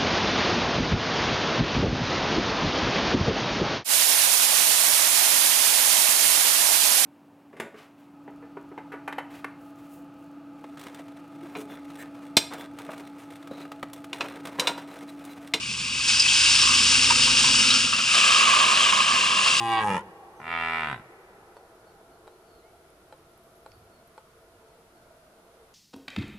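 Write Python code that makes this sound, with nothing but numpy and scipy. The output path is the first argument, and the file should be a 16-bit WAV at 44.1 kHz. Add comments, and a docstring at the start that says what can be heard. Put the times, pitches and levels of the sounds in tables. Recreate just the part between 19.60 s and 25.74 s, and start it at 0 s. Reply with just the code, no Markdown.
"""A misty field at the forest edge: a red deer stag gives a full roar that sinks into a rattle, then a
slower, pulsing groan. Each snap of his vocal folds rings his long throat and lets out a little rasp;
the grass scatters the sound and the trees throw back a faint echo. Far small birds whistle thinly.
After the calls come a few hollow clucks, ticks of dry stalks and a rustle as he brushes the grass,
all on a bed of low murmur and hiss."""
import sys
import numpy as np
from scipy import signal
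from scipy.fft import rfft, irfft
from scipy.io import wavfile
from scipy.ndimage import uniform_filter1d

SR = 44100
rng = np.random.default_rng(int(sys.argv[2]) if len(sys.argv) > 2 else 0)


def persist_wave(psi):
    """Save psi, clipped to +-1, as 16-bit WAV."""
    counts = np.round(np.clip(psi, -1, 1) * 32767).astype(np.int16)
    wavfile.write(sys.argv[1], SR, np.atleast_2d(counts).T)


N = 270774

# tone of the background bed: (frequency [Hz], level [dB])
MURMUR_EQ = [(20, -5), (50, 1.5), (170, -1.5), (290, -4), (550, -3.5), (800, -5.5), (1100, -7.5),
             (1700, -11.5), (2400, -14.5), (4500, -17.5), (8000, -22.5), (12500, -27.5), (15000, -30)]
# far drones in the bed: (centre [Hz], half width [Hz], boost [dB])
FAR_DRONES = [(361.4, 16.6, 8.5), (452.6, 8, 11), (666, 33, 11.5), (1380, 144, 7)]
# high hiss, left row then right: (centre [Hz], half width [Hz], boost [dB])
HISS_PEAKS = [(10143, 1180, 11.5), (11970, 980, 9.5)]
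# the bed is mono in the lows, wide on top: (frequency [Hz], left-right likeness [0-1])
MURMUR_LIKENESS = [(200, 1), (350, 0.97), (590, 0.94), (1040, 0.582), (1850, 0.043), (3300, 0.01)]

# Each call swells from a soft start to full voice and is let go. As the pitch sinks the folds go slack:
# the voice roughens and throbs, and the larynx rides up, shortening the throat.
# pitch: (time [s], pitch [Hz]); mouth: (time [s], posture [0 open to 4 spent]).
# "soft" settings act at the start, "slack" ones per share of pitch lost; treble and chest are in dB/octave.
ROAR = dict(pitch=[(0.0046, 116.2), (0.08, 114.4), (0.185, 111.9), (0.22, 107.8), (0.28, 102.2),
        (0.31, 97.58), (0.355, 92.74), (0.38, 76.1), (0.42, 55.4)], mouth=[(.18, 0.14), (.22, 1.13),
        (.28, 1.37), (.3, 1.7)],
        full_s=0.19, attack_s=0.19, swell_db=9, peak_db=23, sag_db_per_s=20, let_go_s=0.373, release_db_per_s=620, soft_treble_db=-1, soft_chest_db=6, slack_chest_db=-17.5, throat=0.97, larynx_rise=0.64, pull=0, rough=0.16, soft_rough=-.12, slack_rough=1.12, throb_db=5, rasp_db=-49, rasp_follows=0.473, tight_db=-8)
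GROAN = dict(pitch=[(0.801, 61.56), (0.825, 77.1), (0.86, 81.67), (0.92, 84.5), (1.03, 81.92),
         (1.18, 81.32), (1.25, 77.27), (1.3, 71.18), (1.43, 44.86)], mouth=[(1.18, 3), (1.3, 3.835)],
         full_s=0.96, attack_s=0.18, swell_db=13, peak_db=15, sag_db_per_s=-0.5, let_go_s=1.324, release_db_per_s=274, soft_treble_db=-5, soft_chest_db=2, slack_chest_db=7, throat=0.97, larynx_rise=0.42, pull=0.029, rough=0.065, soft_rough=.05, slack_rough=0.91, throb_db=-2, rasp_db=-63, rasp_follows=1, tight_db=-8)
# throat resonances in the five postures: (centre [Hz], half width [Hz], level [dB])
THROAT_OPEN = [(130, 31, -31), (363, 54, -15.5), (834, 34.6, 5.5), (1117, 40, 5), (1640, 25, -11.5),
               (1954, 60, -15.5), (2320, 37, -17.5), (2614, 25.7, -12.5), (2937, 39, -11.5),
               (3540, 164, -23.5), (3980, 290, -34), (4880, 130, -30.5)]
THROAT_STRAINED = [(161.4, 93, -15.5), (481.3, 44, -9), (854, 15, 4), (1090, 125.6, -5.5), (1662, 29, -0.5),
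                   (1954, 45, -7), (2350, 17, -10), (2660, 71, -14), (2950, 170, -17), (3380, 41, -14.5),
                   (3720, 530, -26), (4740, 414, -44)]
THROAT_CLOSING = [(189, 36.82, -7), (514, 96, -8.5), (911, 35, 10), (1308, 26, 0.5), (1790, 60, -8),
                  (2171, 84, -18.5), (2456, 34, -10), (2843, 51, -14.5), (3400, 99, -30), (3860, 130, -44),
                  (5700, 900, -40.5)]
THROAT_GROANING = [(129.5, 29, -16), (239, 51, -18), (426, 13, -15), (796, 106, -6), (1032, 67.4, -3.5),
                   (1343, 72, -2), (1466, 94, -5), (1815, 40, -4.5), (2023, 140, -6.5), (2410, 145, -7.5),
                   (2874, 106, -9.5), (3277, 34, -20), (3470, 84, -18.5), (3748, 47, -18), (4200, 240, -28),
                   (5087, 528, -36.5)]
THROAT_SPENT = [(127, 38, -15.5), (235, 47, -20), (423, 23.4, -20), (740, 103.5, -8), (1008, 50, -2.5),
                (1310, 102.4, -4.5), (1567, 90, -2), (1820, 33, -9), (2016, 150, -11), (2500, 160, -14.5),
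                (2901, 160, -16.5), (3440, 101, -17), (3830, 100, -17.5), (4580, 550, -39)]
# tilt of the voice per posture, open to spent: (treble [dB/octave], chest [dB/octave])
POSTURE_TILTS = [(5, 6), (-0.5, 1.8), (7, 8.5), (1.5, 3.5), (3, 4)]
# colour of each call's rasp: (frequency [Hz], level [dB])
ROAR_RASP_EQ = [(2500, -40), (4500, -4), (5800, 2), (6300, -2), (6900, 9), (7500, -9), (8200, 6.5),
                (8800, 1), (9600, 6), (10700, -2.5), (12000, -10), (14500, -50)]
GROAN_RASP_EQ = [(2500, -32), (4500, 6.5), (5800, -1.5), (6400, -3), (6900, -1.5), (7300, -4), (7900, 7),
                 (8600, -1), (9100, 2), (9700, 2.5), (11500, -8), (14500, -39.5)]
# stereo placement of the direct voice: (frequency [Hz], left over right [dB])
STAG_PAN = [(860, 0), (1340, 0.5), (2100, -5), (3270, 4), (5000, -1)]
# tone of the forest echo: (frequency [Hz], level [dB])
ECHO_EQ = [(80, -29), (240, -32), (345, -7), (480, -10.5), (620, -15.5), (850, -22.5), (1400, -24),
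           (2000, -25), (3000, -32.5), (10000, -20)]
# decay of the forest echo: (frequency [Hz], t60 [s])
ECHO_DECAY = [(100, 0.55), (380, 12.32), (900, 7.6), (2000, 2.9), (8000, 0.49)]

# far bird whistles: (time [s], length [s], pitch [Hz], glide [octaves], level [dB])
WHISTLES = [(0.757, 0.067, 6020, -0.15, -70), (2.25, 0.092, 4390, -0.0081, -73.5),
            (2.509, 0.068, 4230, -.02, -75), (2.699, 0.069, 4190, 0, -76), (2.842, .21, 4314, -0.22, -71.5),
            (3.019, .09, 2170, 0.209, -69), (4.09, 0.097, 4490, 0.0017, -68.5),
            (4.308, 0.097, 4350, -0.016, -72.5), (5.038, 0.15, 4202, -.24, -77.5),
            (5.35, .046, 4380, -.03, -75)]
# double clucks: (time [s], first knock [dB], gap [s], second knock [dB], tuning [ratio])
CLUCKS = [(1.9682, -46, 0.0027, -56, 1.06), (2.6726, -49.5, 0.0052, -42.5, 0.946),
          (3.5256, -43, 0.00322, -62, 0.97), (4.06, -56, 0.00272, -41.5, 0.9834),
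          (4.579, -43.5, 0.00205, -51, 0.98)]
# hollow body of a cluck: (frequency [Hz], level [dB], t60 [s])
CLUCK_MODES = [(540, -3, 0.078), (666, -3.5, 0.059), (893, 5, 0.0307), (1117, -3, 0.035),
               (1380, -2, 0.0139), (2330, -7, 0.0054), (3300, -9.5, 0.00386), (4100, -12, 0.021),
               (7800, -10.5, 0.00425)]
# dry stalks ticking: (time [s], level [dB], centre [Hz], left over right [dB])
STALK_TICKS = [(3.303, -58.5, 10120, 5), (3.578, -62, 9415, -2.5), (3.778, -60, 11770, -16),
               (3.838, -60, 11900, -9), (4.119, -58.5, 4900, -17), (4.118, -54, 2330, -11),
               (4.476, -59, 11500, 0), (5.087, -65, 6400, 4)]


def gain_of(db):
    """Decibels to amplitude."""
    return 10 ** (np.asarray(db) / 20)


def unit_rms(x):
    """Scales to rms 1."""
    return x / np.sqrt(np.mean(x ** 2) + 1e-20)


def curve_at(points, hz):
    """Reads a curve on a log-frequency axis."""
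    f, value = np.transpose(points)
    return np.interp(np.log(hz + 1), np.log(f + 1), value)


def add(mix, s, sound):
    """Drops a sound into the mix at time s."""
    part = mix[..., max(round(s * SR), 0):][..., :sound.shape[-1]]
    part += sound[..., :part.shape[-1]]


def pan(db):
    """Left and right gains for a level difference."""
    return gain_of(np.array([[.5], [-.5]]) * db)


def eq(x, points):
    """Shapes x with a curve of (frequency [Hz], gain [dB])."""
    gains = gain_of(curve_at(points, np.fft.rfftfreq(2 * N, 1 / SR)))
    return irfft(rfft(x, 2 * N) * gains)[..., :N]


def bell(x, centre, half_width):
    """Bell curve of height 1, in frequency or time."""
    return 1 / (1 + ((x - centre) / half_width) ** 2)


def field_murmur(level_db=-56.5, patchy_db=2.0):
    """The bed: a low far murmur that drifts in patches, under a smooth hiss."""
    frames, hz = N // 512 + 5, np.fft.rfftfreq(2048, 1 / SR)
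    a, b, c, d, patches = rng.standard_normal((5, len(hz), frames))
    patches = unit_rms(uniform_filter1d(uniform_filter1d(patches, size=6, axis=0), size=18, axis=1))
    likeness = curve_at(MURMUR_LIKENESS, hz)[:, None]
    left = a + 1j * b
    right = likeness * left + np.sqrt(1 - likeness ** 2) * (c + 1j * d)
    murmur_db = curve_at(MURMUR_EQ, hz) + sum(db * bell(hz, f, width) for f, width, db in FAR_DRONES)
    ears_db = np.array([murmur_db + db * bell(hz, f, width) for f, width, db in HISS_PEAKS])
    drift_db = patchy_db * patches * bell(hz, 500, 1500)[:, None]
    spectra = np.array([left, right]) * gain_of(ears_db[..., None] + drift_db)
    return gain_of(level_db) * unit_rms(signal.istft(spectra, nperseg=2048, noverlap=1536)[1][:, :N])


def fold_snaps(call):
    """Times at which the vocal folds snap shut, once a pitch cycle."""
    s, pitch = np.transpose(call["pitch"])
    t = np.arange(s[0], s[-1], 1 / SR)
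    cycles = np.cumsum(np.interp(t, s, pitch)) / SR
    return np.interp(np.arange(int(cycles[-1]) + 1), cycles, t)


def breath_push(call, t):
    """A call's envelope: (softness [1 to 0], release depth [dB], effort against full voice [dB])."""
    soft = np.sin(np.pi / 2 * np.clip((call["full_s"] - t) / call["attack_s"], 0, 1)) ** 2
    sag = call["sag_db_per_s"] * np.maximum(t - call["full_s"], 0)
    release = call["release_db_per_s"] * np.maximum(t - call["let_go_s"], 0)
    return soft, release, -call["swell_db"] * soft - sag - release


def larynx(call, t, throb_hz=30.9, slam_s=.349, break_s=.253):
    """Level, tone, throat tuning and grit follow the push of breath and the sinking pitch."""
    soft, release, effort = breath_push(call, t)
    s, pitch = np.transpose(call["pitch"])
    slack = 1 - np.interp(t, s, pitch) / pitch.max()
    posture = np.interp(t, *np.transpose(call["mouth"]))
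    treble, chest = (np.interp(posture, range(len(tilt)), tilt) for tilt in np.transpose(POSTURE_TILTS))
    veiled = soft ** 1.6  # treble and hoarseness arrive ahead of the level
    treble += call["soft_treble_db"] * veiled - 17 * slack  # slack folds close softly
    treble -= 11.5 * bell(t, break_s, 0.011)  # the roar dulls as it breaks into a rattle
    chest += call["soft_chest_db"] * soft + call["slack_chest_db"] * slack
    chest += 0.21 * release  # the bass dies last
    # slack folds slam and falter in turn
    throb = call["throb_db"] * slack * np.cos(2 * np.pi * throb_hz * (t - slam_s))
    pull_down = call["pull"] * bell(t, call["full_s"], 0.082)  # lengthens the throat at full voice
    tuning = call["throat"] + call["larynx_rise"] * slack ** 2 - pull_down
    rough = np.clip(call["rough"] + call["soft_rough"] * veiled + call["slack_rough"] * slack, 0, 1)
    return call["peak_db"] + effort + throb, treble, chest, tuning, posture, rough


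def minimum_phase(db):
    """Turns gains in dB into spectra that ring only after the hit."""
    log_gain = np.log(gain_of(np.maximum(db, -70)))
    mirrored = np.concatenate([log_gain, log_gain[:, -2:0:-1]], axis=1)
    return np.exp(np.conj(signal.hilbert(mirrored)))[:, :db.shape[1]]


def stag_voice(call, puff_s=0.013, shimmer_db=5, jitter_s=0.00037, smear_s=0.001105, size=4096):
    """Every snap of the folds, with its puff of turbulence, rings the throat in its current shape."""
    snaps = fold_snaps(call)
    db, treble, chest, tuning, posture, rough = larynx(call, snaps[:, None])
    hz, t = np.fft.rfftfreq(size, 1 / SR) + 1, np.arange(size) / SR
    # the throat morphs from one posture to the next
    postures = [THROAT_OPEN, THROAT_STRAINED, THROAT_CLOSING, THROAT_GROANING, THROAT_SPENT]
    for k, modes in enumerate(postures):
        power = sum((gain_of(level) * bell(hz / tuning, f, width)) ** 2 for f, width, level in modes)
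        db = db + np.maximum(1 - abs(posture - k), 0) * 10 * np.log10(power)
    # a harder closure lifts the treble, a wider airflow pulse the bass
    db += treble * np.clip(np.log2(hz / 1000), 0, 1.5) + chest * np.clip(np.log2(700 / hz), 0, 2)
    db -= 10 * np.log10(1 + (42 / hz) ** 4)  # the mouth radiates no deep bass
    jitter, shimmer, noise = np.split(rng.standard_normal((len(snaps), size + 2)), [1, 2], axis=1)
    puff = noise * np.exp(-t / puff_s) * np.sqrt(2 / (puff_s * SR))
    drive = gain_of(shimmer_db * rough * shimmer) + rough * rfft(puff)
    delay = (snaps % (1 / SR))[:, None] + jitter_s * rough * abs(jitter)
    delay = delay + smear_s * hz / (hz + 3000)  # each snap's treble trails its bass
    rings = irfft(minimum_phase(db) * drive * np.exp(-2j * np.pi * hz * delay))
    fade = np.minimum(1, np.linspace(10, 0, size))
    out = np.zeros(N)
    for start, ring in zip(snaps, rings):
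        add(out, np.floor(start * SR) / SR, ring * fade)
    return out


def breath_rasp(call, colour, burst_s, floor):
    """Hiss bursts out once a fold cycle; at full voice the folds press tight and leak less."""
    snaps, t = fold_snaps(call), np.arange(N) / SR
    since_snap = abs(t - snaps[np.maximum(np.searchsorted(snaps, t) - 1, 0)])
    sounding = (t > call["pitch"][0][0]) & (t < call["pitch"][-1][0])
    gate = (floor + np.exp(-since_snap / burst_s)) * sounding
    gate /= np.sqrt(np.mean(gate[sounding] ** 2))
    *_, effort = breath_push(call, t)
    dip_db = call["tight_db"] * bell(t, call["full_s"], 0.026)
    level = gain_of(call["rasp_db"] + call["rasp_follows"] * effort + dip_db)
    left, other = rng.standard_normal((2, N))
    return level * gate * unit_rms(eq(np.array([left, left + other]), colour))


def reverb(x, t60s, length_s, predelay_s):
    """Wet signal from sparse reflections, different at each ear; each band dies at its own speed."""
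    n = int(length_s * SR)
    taps = rng.choice([-1., 1.], (2, n)) * (rng.random((2, n)) < 4000 / SR)
    hz, t, spectra = signal.stft(taps, SR, nperseg=256)
    t60 = curve_at(t60s, hz)[:, None]
    tail = signal.istft(spectra * gain_of(-60 * t / t60) / np.sqrt(t60), SR, nperseg=256)[1]
    tail = np.pad(tail / np.linalg.norm(tail[0]), ((0, 0), (int(predelay_s * SR), 0)))
    return signal.fftconvolve(x[None], tail, axes=1)[:, :N]


def outdoors(x, slap_s=0.13, blur_hz=32):
    """Direct sound, bright scatter off the grass, a dull slap from the trees and a long forest echo."""
    out = np.array([eq(x, [(f, share * db) for f, db in STAG_PAN]) for share in (.5, -.5)])
    grass = reverb(x, [(500, 0.155), (8000, 0.071)], length_s=.08, predelay_s=.001)
    grass = eq(grass, [(200, -38), (800, -9.5), (2000, 7.5), (4000, 9.0)])
    out += gain_of(-11) * (grass - 0.0277 * grass[::-1])
    add(out, slap_s, gain_of(-26) * eq(x, [(100, 9.5), (200, 5), (700, -2), (3000, -6.5)]))
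    # the echo wanders between two sets of paths, which blurs its tones
    one, other = reverb(x, ECHO_DECAY, length_s=4, predelay_s=.03)
    drift = unit_rms(uniform_filter1d(rng.standard_normal(N), size=800))
    echo = (one + 1j * other) * np.exp(2j * np.pi * blur_hz * np.cumsum(drift) / SR)
    # long waves reach both ears alike
    side = eq(echo.imag, [(150, -35), (350, -33), (600, -10.5), (1000, -11.0), (2000, 4.0)])
    return out + eq(np.array([echo.real + side, echo.real - side]), ECHO_EQ)


def far_birds(arch=0.021, waver=.012, wet_db=-3, fade_db=-5):
    """Thin gliding whistles that bend up in the middle, blurred by the trees."""
    out = np.zeros(N)
    for s, length, pitch, glide, db in WHISTLES:
        progress = np.linspace(0, 1, int(length * SR))
        arc = np.sin(np.pi * progress)
        hz = pitch * 2 ** (glide * (progress - .5)) * (1 + arch * (arc - .5))
        hz *= 1 + waver * unit_rms(uniform_filter1d(rng.standard_normal(len(hz)), size=150))
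        envelope = np.sqrt(abs(arc)) * gain_of(db + fade_db * (progress - .5))
        add(out, s, envelope * np.sin(2 * np.pi * np.cumsum(hz) / SR))
    return out + gain_of(wet_db) * reverb(out, [(4000, 0.23)], length_s=.4, predelay_s=0.0079)


def clucks(smack_db=-5, smack_s=0.0073):
    """Throaty clucks: two quick knocks and a short wet smack ring the same hollow modes."""
    out, t = np.zeros(N), np.arange(SR // 10) / SR
    for s, first_db, gap, second_db, tuning in CLUCKS:
        ring = sum(gain_of(db - 60 * t / t60) * np.sin(2 * np.pi * hz * tuning * t)
                   for hz, db, t60 in CLUCK_MODES)
        smack = rng.standard_normal(len(t)) * np.exp(-t / smack_s)
        smack /= np.linalg.norm(smack)
        add(out, s, gain_of(first_db) * ring)
        add(out, s + gap, gain_of(second_db) * ring)
        add(out, s, gain_of(first_db + smack_db) * signal.fftconvolve(smack, ring))
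    return eq(out, [(150, -22.5), (450, -1)])


def grass_ticks(width_hz=700, t60_s=0.0108):
    """Tiny dry snaps, each a dying burst of noise in one stalk resonance."""
    out, t = np.zeros((2, N)), np.arange(SR // 20) / SR
    hz = np.fft.rfftfreq(len(t), 1 / SR)
    for s, db, centre, pan_db in STALK_TICKS:
        stalk = irfft(rfft(rng.standard_normal(len(t))) * bell(hz, centre, width_hz) ** 2, len(t))
        add(out, s, pan(pan_db) * unit_rms(stalk) * gain_of(db - 60 * t / t60_s))
    return out


def grass_rustle(peak_s=4, level_db=-74, grains_per_s=350, spread_db=4.5):
    """The stag brushes the grass as he turns: a soft, wide swell of tiny crackles."""
    sizes = gain_of(spread_db * np.minimum(rng.exponential(1, (2, N)), 4))
    grains = sizes * (rng.random((2, N)) < grains_per_s / SR)
    band = bell(np.fft.rfftfreq(N, 1 / SR), 11300, 1400) ** 2
    swell = bell(np.arange(N) / SR, peak_s, .35) ** 2
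    return gain_of(level_db) * swell * unit_rms(irfft(rfft(grains) * band, N))


def scene():
    """The mix: the stag straight ahead, his rasp to the left, the field all around."""
    stag = outdoors(stag_voice(ROAR) + stag_voice(GROAN) + clucks())
    rasp = pan(11.3) * breath_rasp(ROAR, ROAR_RASP_EQ, burst_s=0.00274, floor=0.134)
    rasp += pan(13) * breath_rasp(GROAN, GROAN_RASP_EQ, burst_s=0.00267, floor=0.188)
    return stag + rasp + grass_ticks() + far_birds() + pan(-0.685) * field_murmur() + grass_rustle()


def record(dry):
    """A steep high cut at 15.1 kHz on the whole mix."""
    high_cut = signal.firwin(511, 15100, window=("kaiser", 9), fs=SR)
    return signal.oaconvolve(dry, high_cut[None], "same")


dry = scene()
out = record(dry)
persist_wave(out)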